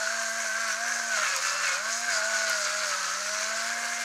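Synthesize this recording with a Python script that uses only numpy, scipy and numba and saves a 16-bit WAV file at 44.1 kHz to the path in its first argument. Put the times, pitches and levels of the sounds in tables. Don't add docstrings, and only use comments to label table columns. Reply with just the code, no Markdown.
import sys
import numpy as np
from scipy import signal
from scipy.fft import rfft, irfft
from scipy.io import wavfile
from scipy.ndimage import uniform_filter1d
from numba import njit

SR = 44100
rng = np.random.default_rng(int(sys.argv[2]) if len(sys.argv) > 2 else 0)


def transcribe(signal):
    frames = np.atleast_2d(signal).T
    limited = np.clip(frames, -1, 1)
    pcm = np.round(limited * 32767).astype(np.int16)
    wavfile.write(sys.argv[1], SR, pcm)


def makeup_ratio(level_db):
    decades = np.asarray(level_db, float) / 20
    return 10 ** decades


N = 178153
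TIME = np.arange(N) / SR
PLANET, CARRIER = 4 / 9, 1 / 3


def unit(x):
    return x / np.sqrt(np.mean(x ** 2))


def colour(x, spectrum):
    hz, db = np.transpose(spectrum)
    size = 4096
    grid = np.log(np.arange(size // 2 + 1) * SR / size + 1)
    log_gain = np.interp(grid, np.log(hz), db) * np.log(10) / 20
    cepstrum = irfft(log_gain)
    cepstrum[1:size // 2] *= 2
    cepstrum[size // 2 + 1:] = 0
    response = irfft(np.exp(rfft(cepstrum)))
    return signal.fftconvolve(x, response)[:N]


@njit
def ring(x, hz, width):
    y, band, low = np.empty(len(x)), 0., 0.
    for i in range(len(x)):
        g, k = np.tan(np.pi * hz[i] / SR), width / hz[i]
        v = (band + g * (x[i] - low)) / (1 + g * (g + k))
        band, low, y[i] = 2 * v - band, low + 2 * g * v, k * v
    return y


def walk(rate):
    hold = int(SR / rate)
    steps = np.repeat(rng.standard_normal(N // hold + 1), hold)
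    return unit(uniform_filter1d(uniform_filter1d(steps, hold), hold)[:N])


def tone(turns, multiple, flutter_db, slip, rate=40):
    level = np.sqrt(2) * makeup_ratio(flutter_db * walk(rate))
    phase = 2 * np.pi * multiple * turns + slip * walk(rate) + 7 * rng.random()
    return level * np.sin(phase)


def knocks(turns, multiple, depth_db):
    return makeup_ratio(-depth_db * (multiple * turns % 1))


def grains(scatter_db):
    size_db = scatter_db * np.minimum(rng.exponential(size=N), 5.)
    return unit(rng.standard_normal(N) * makeup_ratio(size_db))


def curves(table):
    s, *columns = np.transpose(table)
    return [np.interp(TIME, s, c) for c in columns]


def bumps(table):
    s, half, *heights = np.transpose(table)
    coarse = TIME[::64]
    bell = np.exp(-.5 * ((coarse[:, None] - s) / half) ** 2)
    return [np.interp(TIME, coarse, bell @ h) for h in heights]


def spells(table, quiet_db):
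    held = []
    for start, end, db in table:
        away = np.maximum(np.maximum(start - TIME, TIME - end), 0)
        held.append(db - 200 * away)
    return np.maximum(np.max(held, axis=0), quiet_db)


def gate(start, end):
    return np.clip(np.minimum(TIME - start, end - TIME) / .02, 0, 1)


# (frequency [Hz], level [dB per Hz])
AIR_SHAPE = [(20, -44), (35, -19), (60, -17), (100, -5.5), (170, -5.5), (300, -1), (450, 0.5), (700, -7),
             (1200, -53)]
# (frequency [Hz], level [dB rms])
MAINS_HUM = [(49.8, -78), (298, -74)]


def background():
    hum = sum(np.sqrt(2) * makeup_ratio(db) * np.sin(2 * np.pi * hz * TIME) for hz, db in MAINS_HUM)
    air_db = -64.5 + 1.3 * (TIME - 2)
    return hum + makeup_ratio(air_db) * unit(colour(rng.standard_normal(N), AIR_SHAPE))


# (time [s], shaft speed [Hz])
SHAFT_SPEED = [(0.0, 219.3), (0.13, 226.3), (0.42, 231.8), (0.67, 226.2), (0.91, 237.6), (1.15, 226.5),
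               (1.29, 185.2), (1.44, 198.0), (1.69, 201.6), (1.92, 226.8), (2.07, 238.7), (2.28, 225.1),
               (2.5, 218.7), (2.82, 209.9), (3.05, 190.8), (3.3, 209.6), (3.74, 233.7), (4.04, 234.1)]
# (time [s], half width [s], drag [Hz])
BRAKING_CORNS = [(0.063, 0.025, 4.7), (0.312, 0.061, 6.0), (0.496, 0.047, 12.2), (0.738, 0.039, 10.9),
                 (0.962, 0.023, 2.3), (1.17, 0.022, 9.3), (1.382, 0.03, 16.7), (1.524, 0.06, 7.3),
                 (1.736, 0.052, 27.0), (2.185, 0.058, 17.0), (2.377, 0.015, 1.4), (2.648, 0.065, 12.7),
                 (2.927, 0.049, 8.1), (3.104, 0.045, 3.9), (3.415, 0.058, 0.9)]


def shaft():
    drag = bumps(BRAKING_CORNS)[0]
    return uniform_filter1d(curves(SHAFT_SPEED)[0], 900) - drag, drag


# (time [s], commutator level [dB], rotor imbalance level [dB])
MOTOR_WHINE = [(0.0, -38.5, -62), (0.18, -42.5, -56.0), (0.39, -40.5, -55), (0.53, -44, -57),
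               (0.81, -44, -57), (1.04, -43.5, -55.5), (1.22, -40.5, -58), (1.27, -52, -64.5),
               (1.64, -49, -61), (1.94, -43.5, -57), (2.32, -37.5, -57), (2.59, -39.5, -60),
               (2.69, -44.0, -59), (2.78, -39.5, -60.5), (3.07, -51.5, -61), (3.29, -42.0, -60.5),
               (3.68, -43, -55.5), (4.04, -44.5, -56)]
# (start [s], end [s], level [dB])
COMMUTATOR_SPELLS = [
    (.8, .84, -38.5),
    (1.35, 1.39, -45.5),
    (1.52, 1.58, -46),
    (1.75, 1.8, -46),
]
ROTOR_MULTIPLES = 1, 4, 5, 6
# (start [s], end [s], level [dB])
OVERTONE_SPELLS = [
    [(0, .05, -52), (2.2, 2.45, -49.5), (2.55, 2.9, -56)],
    [(.2, .52, -47.5), (.62, .86, -44.5), (1.85, 1.94, -43.5), (2.2, 2.45, -47), (3.35, 3.62, -48.5)],
    [(.3, .36, -48), (.58, .7, -44), (1.9, 1.96, -74), (3.45, 3.62, -45)],
]


def motor(turns, drag):
    pole_db, imbalance_db = curves(MOTOR_WHINE)
    rotor_db = [imbalance_db + 1 - 0.28 * drag]
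    rotor_db += [spells(overtone, -59.5) for overtone in OVERTONE_SPELLS]
    rotor = 0
    for k, db in zip(ROTOR_MULTIPLES, rotor_db):
        rotor = rotor + makeup_ratio(db) * tone(turns, k, flutter_db=.4 * k, slip=.06 * k, rate=30)
    commutator = tone(turns, 3., flutter_db=1.1, slip=.2, rate=50)
    return rotor + makeup_ratio(spells(COMMUTATOR_SPELLS, pole_db)) * commutator


TOOTH_MULTIPLES = 20 / 3, 7, 8, 9
# (start [s], end [s], level [dB])
GEAR_SPELLS = [
    [(0, .08, -38.5), (.66, .74, -40.5), (.88, 1.1, -39.5), (1.12, 1.21, -34), (2.09, 2.19, -35),
     (2.22, 2.55, -36), (2.68, 2.9, -47), (2.92, 3.2, -43.5)],
    [(.08, .42, -41.5), (.47, .64, -36.5), (.68, .92, -41), (1.13, 1.24, -40.5), (1.47, 1.62, -41.5),
     (1.82, 1.92, -39.5), (2.18, 2.33, -45), (2.5, 2.6, -43.5), (2.77, 2.9, -43), (3.08, 3.42, -48),
     (3.72, 4.04, -45)],
    [(1.47, 1.53, -43), (1.66, 1.76, -39.5), (2.64, 2.73, -43), (2.97, 3.1, -45)],
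    [(.3, .7, -50.5), (.86, .98, -49), (1.2, 1.33, -41.5), (1.42, 1.7, -41.5), (2.45, 2.55, -46),
     (3.05, 3.13, -47), (3.5, 4.04, -49)],
]


def gears(turns):
    throb = unit(knocks(turns, PLANET, depth_db=5.))
    out = 0
    for k, spell in zip(TOOTH_MULTIPLES, GEAR_SPELLS):
        level = makeup_ratio(spells(spell, -55) + 2.5)
        out = out + level * throb * tone(turns, k, flutter_db=1.7, slip=.3, rate=90)
    return out


# (time [s], half width [s], extra crushing [dB], extra gear strain [dB])
MOUTHFULS = [(0.08, 0.064, 0.5, 1.7), (0.276, 0.078, 2.5, -0.2), (0.441, 0.049, 3.5, 2.5),
             (0.625, 0.032, 1.8, 1.6), (0.707, 0.026, 4.5, 3.5), (0.805, 0.028, -0.5, -1),
             (0.95, 0.06, 3.2, 0), (1.01, 0.015, -0.5, -2.3), (1.159, 0.02, 2.5, 4), (1.271, 0.09, 4, 9),
             (1.369, 0.019, 1.5, 2.4), (1.472, 0.033, 5.5, 7.4), (1.551, 0.023, 0.7, 2),
             (1.7, 0.063, 5, 10.4), (1.807, 0.078, -2, -2.5), (1.931, 0.047, 5, 3), (2.152, 0.045, 4.5, 6),
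             (2.255, 0.014, 2.5, -3), (2.384, 0.054, 4.5, 4), (2.497, 0.022, 3, 4.5),
             (2.645, 0.093, 4.5, 4.5), (2.885, 0.06, 4, 5), (3.063, 0.06, 2.5, 4), (3.267, 0.07, 2, 3),
             (3.444, 0.074, 2.5, 4), (3.532, 0.023, -0.5, -1), (3.66, 0.053, 3.5, 3.5),
             (3.882, 0.07, 4, 1.5), (4.013, 0.018, 3, 5.5)]


def mouthfuls():
    return bumps(MOUTHFULS)


# (multiple of shaft speed, level before the tube colours it [dB])
RATTLE_TONES = [(2, -24), (3.55, -31.5), (6.222, -45), (7.11, -30), (9.667, -26), (10.22, -28)]
# (frequency [Hz], level [dB per Hz])
TUBE_SHAPE = [(120, -61), (250, -53), (400, -44), (520, -16.5), (640, -13), (800, -20), (1050, -9),
              (1300, -8.5), (1520, -4), (1750, -7.5), (2000, -20.5), (2600, -36.5), (4000, -75.5)]
# (frequency [Hz], level [dB per Hz])
CAP_SHAPE = [(700, -75.5), (1400, -22), (1850, -3), (2200, 2.5), (2500, -0.5), (2900, -4), (3600, -7.5),
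             (4200, -5), (6000, -60)]
# (time [s], level [dB])
HAND_GRIP = [(0, 1.5), (.25, .5), (.5, -2), (.68, -0.5), (.82, -1), (.95, 3), (1.05, -1), (1.2, 1),
             (1.7, 0), (2.0, -1), (2.15, 1.5), (2.5, 0.5), (2.75, -1), (3.0, 1), (3.25, -2), (3.6, 0),
             (3.85, 1.5), (4.04, -3)]


def tube(hz, turns, strain):
    beat = knocks(turns, PLANET, depth_db=5.) * knocks(turns, CARRIER, depth_db=2.5) * makeup_ratio(1.1 * walk(60))
    rattle = unit(beat * grains(scatter_db=3.0))
    sides = sum(makeup_ratio(db) * tone(turns, k, flutter_db=2.5, slip=0.27, rate=17) for k, db in RATTLE_TONES)
    bunched = ring(rattle, 6.85 * hz, 220.)
    body_db = -32.5 + 0.36 * strain + curves(HAND_GRIP)[0] - 3.5
    cap_db = -41.5 + strain - 2.5
    body = makeup_ratio(body_db) * unit(colour(rattle + bunched + sides, TUBE_SHAPE))
    return body + makeup_ratio(cap_db) * unit(colour(rattle + sides, CAP_SHAPE))


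# (frequency [Hz], level [dB per Hz])
SHEAR_SHAPE = [(1500, -104), (3600, -39), (5000, -8.5), (5700, -2.5), (6600, -1), (8000, -6.5), (9400, -20),
               (12000, -35), (16000, -69)]
# (frequency [Hz], level [dB per Hz])
CONE_SHAPE = [(800, -103), (2600, -6.5), (3600, -8), (4000, -1), (4450, -0.5), (4750, -5.5), (5150, -0.5),
              (5700, 0), (7000, -35), (12000, -89)]
# (frequency [Hz], level [dB per Hz])
GRIT_SHAPE = [(3000, -75), (7000, -10), (9000, 1), (11000, -4.5), (13300, -10.5), (15600, -23),
              (17000, -35)]
# (time [s], mouth pitch [Hz], mouth strength [dB], cone level above crushing [dB])
TUBE_AIM = [(0, 6600, 2, 0), (.4, 6550, -3, -7.5), (.72, 5900, -2, -5), (1.0, 6400, 0, -5.5),
            (1.3, 6600, 1.5, -3.5), (1.7, 6600, -2, -3), (1.95, 6530, 2, -3.5), (2.25, 7000, 0, -1.5),
            (2.4, 6600, -1, -2), (2.7, 6700, -4, -2.5), (3.35, 5950, 1, -3), (3.6, 7100, -1, -2),
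            (3.78, 6550, -14, -7), (4.04, 6300, -8, -6)]


def burr(turns, crush):
    mouth_hz, mouth_db, cone_db = curves(TUBE_AIM)
    beat = knocks(turns, PLANET, depth_db=3.5)
    fractures = [beat * makeup_ratio(1.17 * walk(120)) * grains(scatter_db=2.0) for part in range(3)]
    hiss = unit(colour(fractures[0], SHEAR_SHAPE))
    shear = unit(hiss + makeup_ratio(mouth_db) * ring(hiss, mouth_hz, 820.0))
    cone = unit(colour(fractures[1], CONE_SHAPE))
    corn_hz = 4730 + 110 * walk(6.54)
    cone = unit(cone + makeup_ratio(3.0 + 1.0 * walk(5.4)) * ring(cone, corn_hz, 330.0))
    grit = unit(colour(fractures[2] + 0.35 * fractures[0], GRIT_SHAPE))
    grit_db = -13 - 0.13 * crush + 0.1
    return makeup_ratio(-38.5 + crush) * (shear + makeup_ratio(cone_db) * cone + makeup_ratio(grit_db) * grit)


def kitchen(x, t60_s=0.25, wet_db=-12):
    t = TIME[:SR // 3]
    tail = rng.standard_normal(len(t)) * makeup_ratio(-60 * t / t60_s) * (t > .003)
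    tail = tail / np.sqrt(np.sum(tail ** 2))
    return x + makeup_ratio(wet_db) * signal.fftconvolve(x, tail)[:N]


# (time [s], snap level [dB], thump level [dB], treble level [dB])
BURSTING_CORNS = [(.445, -34, -22, -50), (.68, -34, -44, -34), (.908, -32, -44, -42),
                  (1.168, -30, -20, -46), (1.3632, -17, -20, -25), (1.655, -28, -32, -46),
                  (1.6795, -25, -30, -37), (1.690, -25, -32, -40), (2.008, -32, -44, -39),
                  (2.105, -24, -40, -38), (2.4972, -19, -25, -22), (2.70, -32, -44, -40),
                  (3.932, -32, -44, -42)]


def cracks():
    t = TIME[:SR // 20]
    out = np.zeros(N + len(t))

    def band(x, low_hz, high_hz):
        return unit(signal.sosfilt(signal.butter(3, [low_hz, high_hz], "band", fs=SR, output="sos"), x))

    for s, snap_db, thump_db, treble_db in BURSTING_CORNS:
        splinters = rng.standard_normal(len(t)) * np.exp(-t / .0009)
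        thump = rng.standard_normal(len(t)) * np.exp(-t / .004)
        burst = makeup_ratio(snap_db - 21) * band(splinters, 5000, 8000)
        burst += makeup_ratio(treble_db - 24) * band(splinters, 8500, 13000)
        burst += makeup_ratio(thump_db - 24.5) * band(thump, 600, 1100)
        first = int(s * SR)
        out[first:first + len(t)] += burst
    return out[:N]


# (start [s], end [s], multiple of shaft speed, level [dB])
GEAR_SQUEALS = [
    (1.22, 1.39, 13.8, -41),
    (1.42, 1.7, 13.8, -42.5),
    (3.78, 4.04, 12, -55),
]


def squeals(turns):
    out = 0
    for start, end, k, db in GEAR_SQUEALS:
        out = out + makeup_ratio(db) * gate(start, end) * tone(turns, k, flutter_db=2., slip=.5, rate=120)
    return out


# (start [s], end [s], pitch [Hz], level [dB])
WEDGED_RINGS = [
    (1.24, 1.33, 2200, -39),
    (1.43, 1.48, 2180, -44),
    (1.65, 1.74, 2180, -42),
    (1.64, 1.78, 2490, -41.5),
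    (1.42, 1.76, 5100, -47.5),
    (2.11, 2.2, 4900, -40),
    (2.47, 2.53, 3000, -48),
    (2.6, 2.94, 4500, -46),
    (3.38, 3.48, 4000, -48),
]


def rings():
    out = 0
    for start, end, hz, db in WEDGED_RINGS:
        rough = tone(TIME, hz, flutter_db=3., slip=hz / 3500, rate=hz / 20)
        out = out + makeup_ratio(db) * gate(start, end) * rough
    return out


def scene():
    hz, drag = shaft()
    turns = np.cumsum(hz) / SR
    crush, strain = mouthfuls()
    mill = gears(turns) + tube(hz, turns, strain) + burr(turns, crush)
    mill = mill + cracks() + squeals(turns) + rings()
    mill = signal.sosfilt(signal.butter(4, 200, "high", fs=SR, output="sos"), mill)
    mono = background() + motor(turns, drag) + kitchen(mill)
    return np.array([mono, mono])


def band_limit(x):
    return signal.sosfilt(signal.butter(12, 15790, fs=SR, output="sos"), x)


def record(dry):
    return band_limit(dry)


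dry = scene()
out = record(dry)
transcribe(out)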